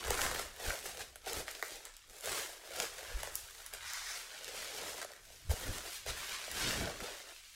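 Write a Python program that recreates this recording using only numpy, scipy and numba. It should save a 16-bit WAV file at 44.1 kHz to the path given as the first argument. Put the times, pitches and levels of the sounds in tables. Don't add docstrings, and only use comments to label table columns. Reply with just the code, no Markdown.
import sys
import numpy as np
from scipy import signal
from scipy.fft import rfft, irfft
from scipy.io import wavfile
from scipy.ndimage import uniform_filter1d
from numba import njit

SR = 44100
rng = np.random.default_rng(int(sys.argv[2]) if len(sys.argv) > 2 else 0)


def generate_wav(signal):
    frames = np.transpose(np.atleast_2d(signal))
    scaled = np.clip(frames, -1, 1) * 32767
    pcm = np.round(scaled).astype(np.int16)
    wavfile.write(sys.argv[1], SR, pcm)


N = 332955


def undb(db):
    return 10 ** (np.asarray(db) / 20)


def unit(x):
    return x / np.sqrt(np.mean(x ** 2))


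def curves(table):
    time_s, *columns = np.transpose(table)
    return [np.interp(np.arange(N) / SR, time_s, column) for column in columns]


def band(x, lo_hz, hi_hz, order=2):
    edges_hz = [lo_hz, min(hi_hz, .45 * SR)]
    return signal.sosfilt(signal.butter(order, edges_hz, "bandpass", fs=SR, output="sos"), x)


def walk(rate_hz):
    hold = int(SR / rate_hz)
    steps = np.repeat(rng.standard_normal(N // 40), hold)[:N]
    slewed = uniform_filter1d(steps, hold)
    return slewed / slewed.std()


def swells(at, rise, hold, fall, levels_db, rest_db):
    t = np.arange(0, N + 64, 64)[:, None] / SR
    away = np.maximum(0, np.maximum((at - t) / rise, (t - at - hold) / fall))
    power = undb(-40 * away) @ undb(2 * levels_db) + undb(2 * rest_db)
    return [np.interp(np.arange(N) / SR, t[:, 0], curve) for curve in 10 * np.log10(power.T)]


# flexing_db, folds_db, ticks_db
HAND_MOVES = [(0.053, 0.26, .05, 0.23, -45.5, 5.5, 2, -2.5), (0.123, .05, .005, .1, -42, 0, 4, -5),
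              (0.214, 0.18, 0.014, 0.19, -40, 7, 5, 0), (0.387, 0.35, 0.025, 0.13, -44.5, 3.5, 3.5, -1.5),
              (0.647, .12, 0.037, 0.22, -43, 4, -1.5, -1), (0.856, .04, .01, 0.28, -48.5, 4, -3, 1.5),
              (1.006, 0.032, 0.0087, 0.034, -43, 5.5, 0, -7), (1.279, 0.043, 0.12, 0.059, -46, 8, 0.5, -1),
              (1.485, .04, .005, .09, -49.5, 0, -4, -3), (1.556, .08, .005, 0.11, -52.5, 2.5, -4, -3),
              (1.63, 0.09, 0.037, .15, -54, -13, -17, 1.5), (1.728, 0.11, .005, 0.17, -50, 3, -16, -5),
              (1.836, 0.14, 0.028, .1, -58, 1.5, 3.5, -4), (1.945, 0.32, 0.043, 0.18, -63, -16, -3, -6),
              (2.099, 0.04, 0.0057, .2, -59.5, 4.5, 1, 2), (2.166, 0.094, .005, .08, -57.5, 5, -9, 3),
              (2.261, 0.054, 0.14, 0.2, -42.5, 3, -1.5, -.6), (2.822, 0.22, .005, 0.097, -41, 4, -2.5, -3),
              (2.996, 0.45, 0.26, 0.32, -50.5, 1.5, 2, -3), (3.36, 0.08, .005, 0.22, -53, -16, -10, 4),
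              (3.5, 0.27, 0.19, 0.05, -57.5, -3, -1, 0), (3.736, 0.016, 0.004, 0.07, -49, 2.5, 0, 1),
              (3.873, 0.22, .005, .5, -46, -17, 2.5, -8), (4.173, 0.24, .005, 0.2, -50, 0, -1, -0.5),
              (4.32, 0.31, 0.062, .2, -56, -2, 1, -7), (4.558, 0.37, 0.091, 0.47, -44, -0.5, -5.5, -6),
              (4.784, 0.13, 0.12, .15, -48.5, 4, -1, -2), (4.96, .12, 0.039, .04, -50, 2, -4, -1.5),
              (5.018, .01, .013, .02, -46.5, -2, 2.5, -5), (5.093, .05, 0.084, 0.12, -64, 1, 6.5, -7),
              (5.245, 0.23, 0.22, 0.35, -59, -25, -11, -2), (5.32, .1, .005, .1, -66.5, 14.5, -5, 3),
              (5.507, 0.019, .005, 0.063, -44.5, 10.5, -1.5, 4),
              (5.559, 0.093, 0.21, 0.22, -47.5, 1.5, 1.5, -1),
              (5.864, 0.056, .005, 0.049, -47, 5.5, -2, -4),
              (5.927, 0.19, .03, 0.1, -45.5, -36, -10.5, -1.5),
              (6.079, .03, 0.024, 0.058, -39, 0.5, -4.5, -7), (6.176, 0.055, .005, 0.65, -48.5, -2.5, 0, 0),
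              (6.338, 0.4, .005, 0.66, -43, -7.5, -2.5, -7.5),
              (6.577, 0.093, .14, 0.29, -38.5, -5.5, -2, -5), (6.796, .3, 0.043, 0.23, -45, 8.5, 2.5, -7),
              (7.009, .02, 0.051, 0.22, -45, 5.5, 0.5, -7), (7.16, 0.24, 0.036, 0.16, -55, 1, 3, -0.5),
              (7.306, .2, .005, 0.036, -62, 11.5, 9, -3), (7.347, 0.61, 0.026, 1, -55.5, -36, -10, -3)]
# creases_db, flexing_db, folds_db, ticks_db
SETTLING_DB = (-67.5, -90, -82, -72)


def handling():
    moves = np.array(HAND_MOVES)
    levels_db = moves[:, 4:5] + np.c_[0 * moves[:, 0], moves[:, 5:]]
    crease, *others = swells(*moves[:, :4].T, levels_db, np.array(SETTLING_DB))
    return [crease] + [other - crease for other in others]


@njit
def rings(at, hz, cycles, size, length):
    out = np.zeros(length)
    for g in range(len(at)):
        turn = np.exp((2j * np.pi - 4 / cycles) * hz[g] / SR)
        state = size[g] + 0j
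        start = int(at[g] * SR)
        stop = int((at[g] + 1.5 * cycles / hz[g]) * SR) + 2
        for i in range(start, min(length, stop)):
            out[i] += state.imag
            state *= turn
    return out


# lowest_hz, highest_hz, ring_cycles, rate_per_s, size_scatter_db, level_db
BUCKLE_SIZES = [(443, 728, 3.06, 700, 2.5, -8), (1356, 1870, 2.33, 1700, 2.5, -6),
                (2455, 8300, 1.65, 5000, 2.5, -1.39), (6360, 12700, 2.12, 6000, 2, -2)]


def crinkle():
    crease, flex, fold, tick = handling()
    jerk_db = 0.82 * walk(28) + 0.7 * walk(170)
    out = 0
    for relative_db, buckle in zip((flex, fold, 0, tick), BUCKLE_SIZES):
        lo, hi, cycles, rate, scatter_db, level_db = buckle
        u = rng.random((60000, 4))
        at = np.cumsum(-np.log(1 - u[:, 0])) / rate
        keep = at < N / SR
        sign = np.sign(u[:, 1] - .5)
        size = sign * undb(-scatter_db * np.log(1 - u[:, 2]))
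        hz = lo * (hi / lo) ** u[:, 3]
        shower = rings(at[keep], hz[keep], cycles, size[keep], N)
        shower = unit(band(shower, 0.61 * lo, 1.27 * hi))
        flicker_db = 0.86 * walk(23)
        out = out + shower * undb(crease + relative_db + level_db + jerk_db + flicker_db)
    return out


# start_s, level_db (before the common snap gain), pitch_hz, slope_db_per_octave away from the pitch
LONE_SNAPS = [(.04, -30.5, 4500, 12), (.071, -33.5, 2500, 3), (.106, -22.5, 3000, 0.5), (.177, -35, 650, 4),
              (.2165, -18.5, 4000, 7), (.222, -33, 600, 5), (.249, -24.5, 1500, 10), (.264, -24, 1900, 4),
              (.346, -31, 900, 3), (.392, -29.5, 700, 6), (.563, -38.5, 6000, 7), (.66, -48, 1200, 1.2),
              (.705, -24.5, 1730, 14), (.758, -44, 4000, 1.6), (.79, -35, 4500, 6), (.856, -39.5, 700, 3),
              (.972, -33, 4500, 11), (.995, -41.5, 9000, 2), (1.015, -34, 2500, 6), (1.158, -39.5, 9000, 2),
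              (1.269, -33.5, 560, 28), (1.282, -41, 900, 1.2), (1.301, -40, 560, 2),
              (1.332, -27.5, 9000, 8), (1.481, -27.5, 1870, 5.5), (1.512, -33.5, 9000, 9),
              (1.551, -36, 4500, 6), (1.595, -44, 2800, 4), (1.626, -21.5, 2000, 5),
              (1.853, -33.5, 6000, 6.5), (1.94, -50, 5000, 4), (1.967, -39.5, 9000, 8),
              (2.098, -46, 5000, 3.5), (2.164, -52, 560, 4), (2.209, -37, 9000, 14),
              (2.258, -32.5, 9000, 3), (2.274, -35, 600, 1.5), (2.285, -37, 5000, -1),
              (2.294, -33, 4500, 2.2), (2.345, -42, 8000, 6), (2.363, -40, 6000, 2), (2.621, -46, 3500, 11),
              (2.637, -39.5, 650, 7), (2.762, -38.5, 6000, 2), (2.801, -23.5, 4500, 4),
              (2.803, -34, 560, 8), (2.832, -37, 700, 1), (2.983, -42.5, 560, 0), (3.232, -26.5, 3200, 2),
              (3.273, -40, 1600, 2), (3.355, -23.5, 9000, 14), (3.509, -43.5, 7500, 3.5),
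              (3.663, -30, 6950, 8.5), (3.737, -29, 6500, 6.5), (3.935, -28.5, 9000, 14),
              (4.174, -32, 4500, 12), (4.409, -43, 1500, 5), (4.445, -31, 5500, 10), (4.48, -34, 4500, 5),
              (4.628, -35.5, 3500, 3), (4.762, -45, 700, 1.5), (4.883, -38, 600, 3), (4.896, -39, 3200, 3),
              (4.984, -38, 597, 3), (5.016, -35.5, 2200, 1), (5.028, -29, 2000, 5),
              (5.047, -32.5, 800, 2.5), (5.105, -46, 554, 5), (5.118, -40, 2800, 4), (5.135, -42, 3500, 5),
              (5.163, -46.5, 890, 1), (5.507, -39, 1500, 3), (5.598, -40, 9000, 2.5),
              (5.783, -31.5, 3780, 8), (5.861, -44, 700, 1.2), (5.943, -45, 9000, 4),
              (6.063, -37.5, 2600, 0), (6.076, -39, 3200, 6), (6.251, -42, 3000, 4), (6.292, -40, 6000, 8),
              (6.479, -41, 560, 3), (6.515, -30.5, 9000, 4.5), (6.555, -36, 4000, 9), (6.676, -29, 2000, 6),
              (6.811, -28, 700, 3), (6.874, -29.5, 556, 9), (6.959, -39, 2800, 7.5), (7.004, -30, 900, 4)]


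def lone_snaps():
    at, level_db, pitch_hz, slope = np.transpose(LONE_SNAPS)
    middle_hz = np.sqrt([lo * hi for lo, hi, *_ in BUCKLE_SIZES])
    octaves = abs(np.log2(middle_hz / pitch_hz[:, None]))
    return np.c_[at, level_db, -slope[:, None] * octaves]


# rate_per_s, size_range_db (either way), colour_scatter_db
SMALL_SNAP_STATISTICS = (70, 4.4, 1.3)
# time_s, small_snaps_over_creases_db (before the common snap gain)
CRUMPLING = [(0, 5.5), (1.0, 5), (2.2, 4.5), (3.0, 3.5), (3.75, 2.5), (3.85, 2), (4.3, -3.5), (4.5, 2.5),
             (5.9, 2), (6.15, -2.5), (6.6, -3.5), (7.55, -11)]


def small_snaps():
    rate, size_range_db, colour_db = SMALL_SNAP_STATISTICS
    u = rng.random((2000, 2))
    v = rng.standard_normal((2000, 4))
    at = np.cumsum(-np.log(1 - u[:, 0])) / rate
    keep = at < N / SR
    moment = (at[keep] * SR).astype(int)
    controls = handling() + curves(CRUMPLING)
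    crease, flex, fold, tick, over = (control[moment] for control in controls)
    level_db = crease + over + size_range_db * (2 * u[keep, 1] - 1)
    colours = np.c_[flex - 3.0, fold, 0 * fold, tick] + colour_db * np.tanh(v[keep])
    return np.c_[at[keep], level_db, colours]


SNAP_SPREAD_S, SNAP_GAIN_DB = .0008, 4


def snaps(table, count=5):
    out = 0
    for k, (lo, hi, cycles, *_) in enumerate(BUCKLE_SIZES):
        u = rng.random((len(table), count, 2))
        late = -np.log(1 - u[..., 0])
        late -= late.min(axis=1, keepdims=True)
        size = undb(table[:, 1, None] + table[:, 2 + k, None] + SNAP_GAIN_DB) * np.exp(-.6 * late)
        size = size * (-1) ** np.arange(count) * np.sqrt(lo / BUCKLE_SIZES[0][0])
        hz = lo * (hi / lo) ** ((np.arange(count) + u[..., 1]) / count)
        at = table[:, :1] + SNAP_SPREAD_S * late
        burst = rings(at.ravel(), hz.ravel(), 0.8 * cycles, size.ravel(), N)
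        out = out + band(burst, 0.93 * lo, 1.23 * hi)
    return out


# time_s, level_db (before random wavering)
SLEEVE_SLIDE = [(3.78, -83), (3.86, -49), (3.95, -46), (4.1, -45.5), (4.19, -53), (4.3, -83)]
# centre_hz, width_hz, relative_level_db
AIR_POCKETS = [(1540, 550, -20), (2020, 490, 3), (3750, 640, -4), (5160, 1700, 4), (7100, 990, -24)]


def slide():
    clicks = rng.standard_normal(N) * undb(2.8 * rng.standard_normal(N))
    swish = 0
    for hz, width_hz, db in AIR_POCKETS:
        pocket = band(clicks, hz - width_hz / 2, hz + width_hz / 2, order=1)
        swish = swish + undb(db) * unit(pocket)
    return unit(swish) * undb(curves(SLEEVE_SLIDE)[0] + 1.4 * walk(30))


# nominal_delay_s, level_db (both relative to the direct sound)
CLOSE_ECHOES = [(.0011, -9), (.0025, -8), (.0082, -10), (0.015, -26)]
# centre_hz, t60_s, relative_level_db
ROOM_DECAY = [(480, 0.25, -5), (1730, 0.43, -5), (5960, 0.36, -0.5), (13000, 0.12, 1.5)]
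ROOM_DB = -6.5


def room(x, size=1024):
    span, count = 16 * size, N // size + 2
    t = np.arange(span - 2 * size) / SR
    noise = rng.standard_normal((count, len(t)))
    paths = 0
    for hz, t60, db in ROOM_DECAY:
        paths = paths + band(noise, hz / 2, hz * 1.6, order=1) * undb(db - 60 * t / t60)
    paths *= np.clip(t / 0.019, 0, 1)
    paths *= undb(ROOM_DB) / np.sqrt(np.mean(np.sum(paths ** 2, axis=1)))
    paths[:, 0] = 1
    for delay_s, db in CLOSE_ECHOES:
        delay = (delay_s * SR * rng.uniform(.7, 1.3, count)).astype(int)
        paths[np.arange(count), delay] += undb(db)
    padded = np.r_[np.zeros(size), x, np.zeros(3 * size)]
    index = size * np.arange(count)[:, None] + np.arange(2 * size)
    pieces = padded[index] * signal.windows.hann(2 * size, sym=False)
    wet = irfft(rfft(pieces, span) * rfft(paths, span), span)
    out = np.zeros(size * count + span)
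    for k, piece in enumerate(wet):
        out[k * size:k * size + span] += piece
    return out[size:size + N] / np.sqrt(np.mean(np.sum(paths ** 2, axis=1)))


# full_strength_s, fall_s (over 20 dB), deep_level_db, upper_bass_level_db;
# a negative fall_s swaps rise and fall, a zero adds nothing audible
DESK_SHOVES = [(.1, 0.08, -37.5, -53), (.25, 0.23, -43, -51), (.45, 0.3, -57, -73),
               (.685, 0.05, -37.5, -52.5), (.88, -0.4, -69, -67), (.96, 1.7, -71, -79),
               (1.025, 0.2, -76, -71), (1.11, 0.6, -65, -88), (1.38, 0.07, -44, -49.5),
               (1.73, 0.5, -74, -78), (2.1, -0.1, -62, -71), (2.31, 0.06, -56, -61), (2.5, 0, -66, -61),
               (2.81, 0.07, -63, -60), (3.09, 0.03, -52, -90), (3.2, 0.42, -53, -80),
               (3.33, 0.14, -61, -86), (3.75, 0.4, -74, -79), (3.82, 0.3, -62, -80), (4.08, -0.4, -72, -92),
               (4.56, 0.64, -71, -70), (4.85, .3, -71, -62), (5.36, 0.47, -59.5, -74),
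               (5.47, -0.04, -43, -71), (5.54, 0.01, -37, -46.5), (5.69, 0.13, -41, -47),
               (5.89, 0, -58, -82), (6.1, 0.08, -43, -56), (6.2, -0.4, -61, -66), (6.33, .08, -61, -63),
               (6.57, 0.13, -50, -53), (6.67, 0.11, -47, -42), (6.81, 0.18, -43.5, -41),
               (7.03, -0.03, -47, -50), (7.3, 0, -70, -70), (7.5, -1.6, -72.5, -88)]
SHOVE_RISE = 0.79
# deep_db, upper_bass_db
RUBBING_DB = (-26.5, -26.5)


def rumble():
    at, fall, *levels = np.transpose(DESK_SHOVES)
    crease, flex, *_ = handling()
    shoves = swells(at, SHOVE_RISE * fall, 0, fall, np.transpose(levels), -99)
    deep_gain, upper_gain = (np.hypot(undb(shove), undb(crease + flex + db))
                             for shove, db in zip(shoves, RUBBING_DB))
    deep = unit(band(rng.standard_normal(N), 11.0, 81, order=3))
    upper = unit(band(rng.standard_normal(N), 82, 402, order=3))
    return undb(0.5 * walk(14)) * (deep_gain * deep + upper_gain * upper)


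# middle_s, level_db, pitch_hz, length_s (to 1/e either side), first_swing (1 up, -1 down)
DESK_KNOCKS = [(3.159, -31, 42, .013, -1), (5.507, -23, 72, .012, 1), (5.704, -36, 75, .012, 1)]


def thuds():
    t = np.arange(N) / SR
    out = np.zeros(N)
    for middle_s, db, hz, length_s, way in DESK_KNOCKS:
        after = t - middle_s
        out -= way * undb(db) * np.sin(2 * np.pi * hz * after) * np.exp(-(after / length_s) ** 2)
    return out


# lowest_hz, highest_hz, level_db
BUILDING_RUMBLE = (25, 34.5, -69.5)


def building():
    lo, hi, level_db = BUILDING_RUMBLE
    return undb(level_db) * unit(band(rng.standard_normal(N), lo, hi))


FILM_LOW_HZ = 316


def scene():
    film = crinkle() + slide() + snaps(np.r_[lone_snaps(), small_snaps()])
    film = signal.sosfilt(signal.butter(6, FILM_LOW_HZ, "highpass", fs=SR, output="sos"), film)
    return (room(film) + rumble() + thuds() + building())[None]


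HISS_DB, TOP_HZ = -83, 15750


def record(dry):
    hiss = undb(HISS_DB) * rng.standard_normal(dry.shape)
    return signal.sosfilt(signal.ellip(10, .2, 80, TOP_HZ, fs=SR, output="sos"), dry + hiss)


dry = scene()
out = record(dry)
generate_wav(out)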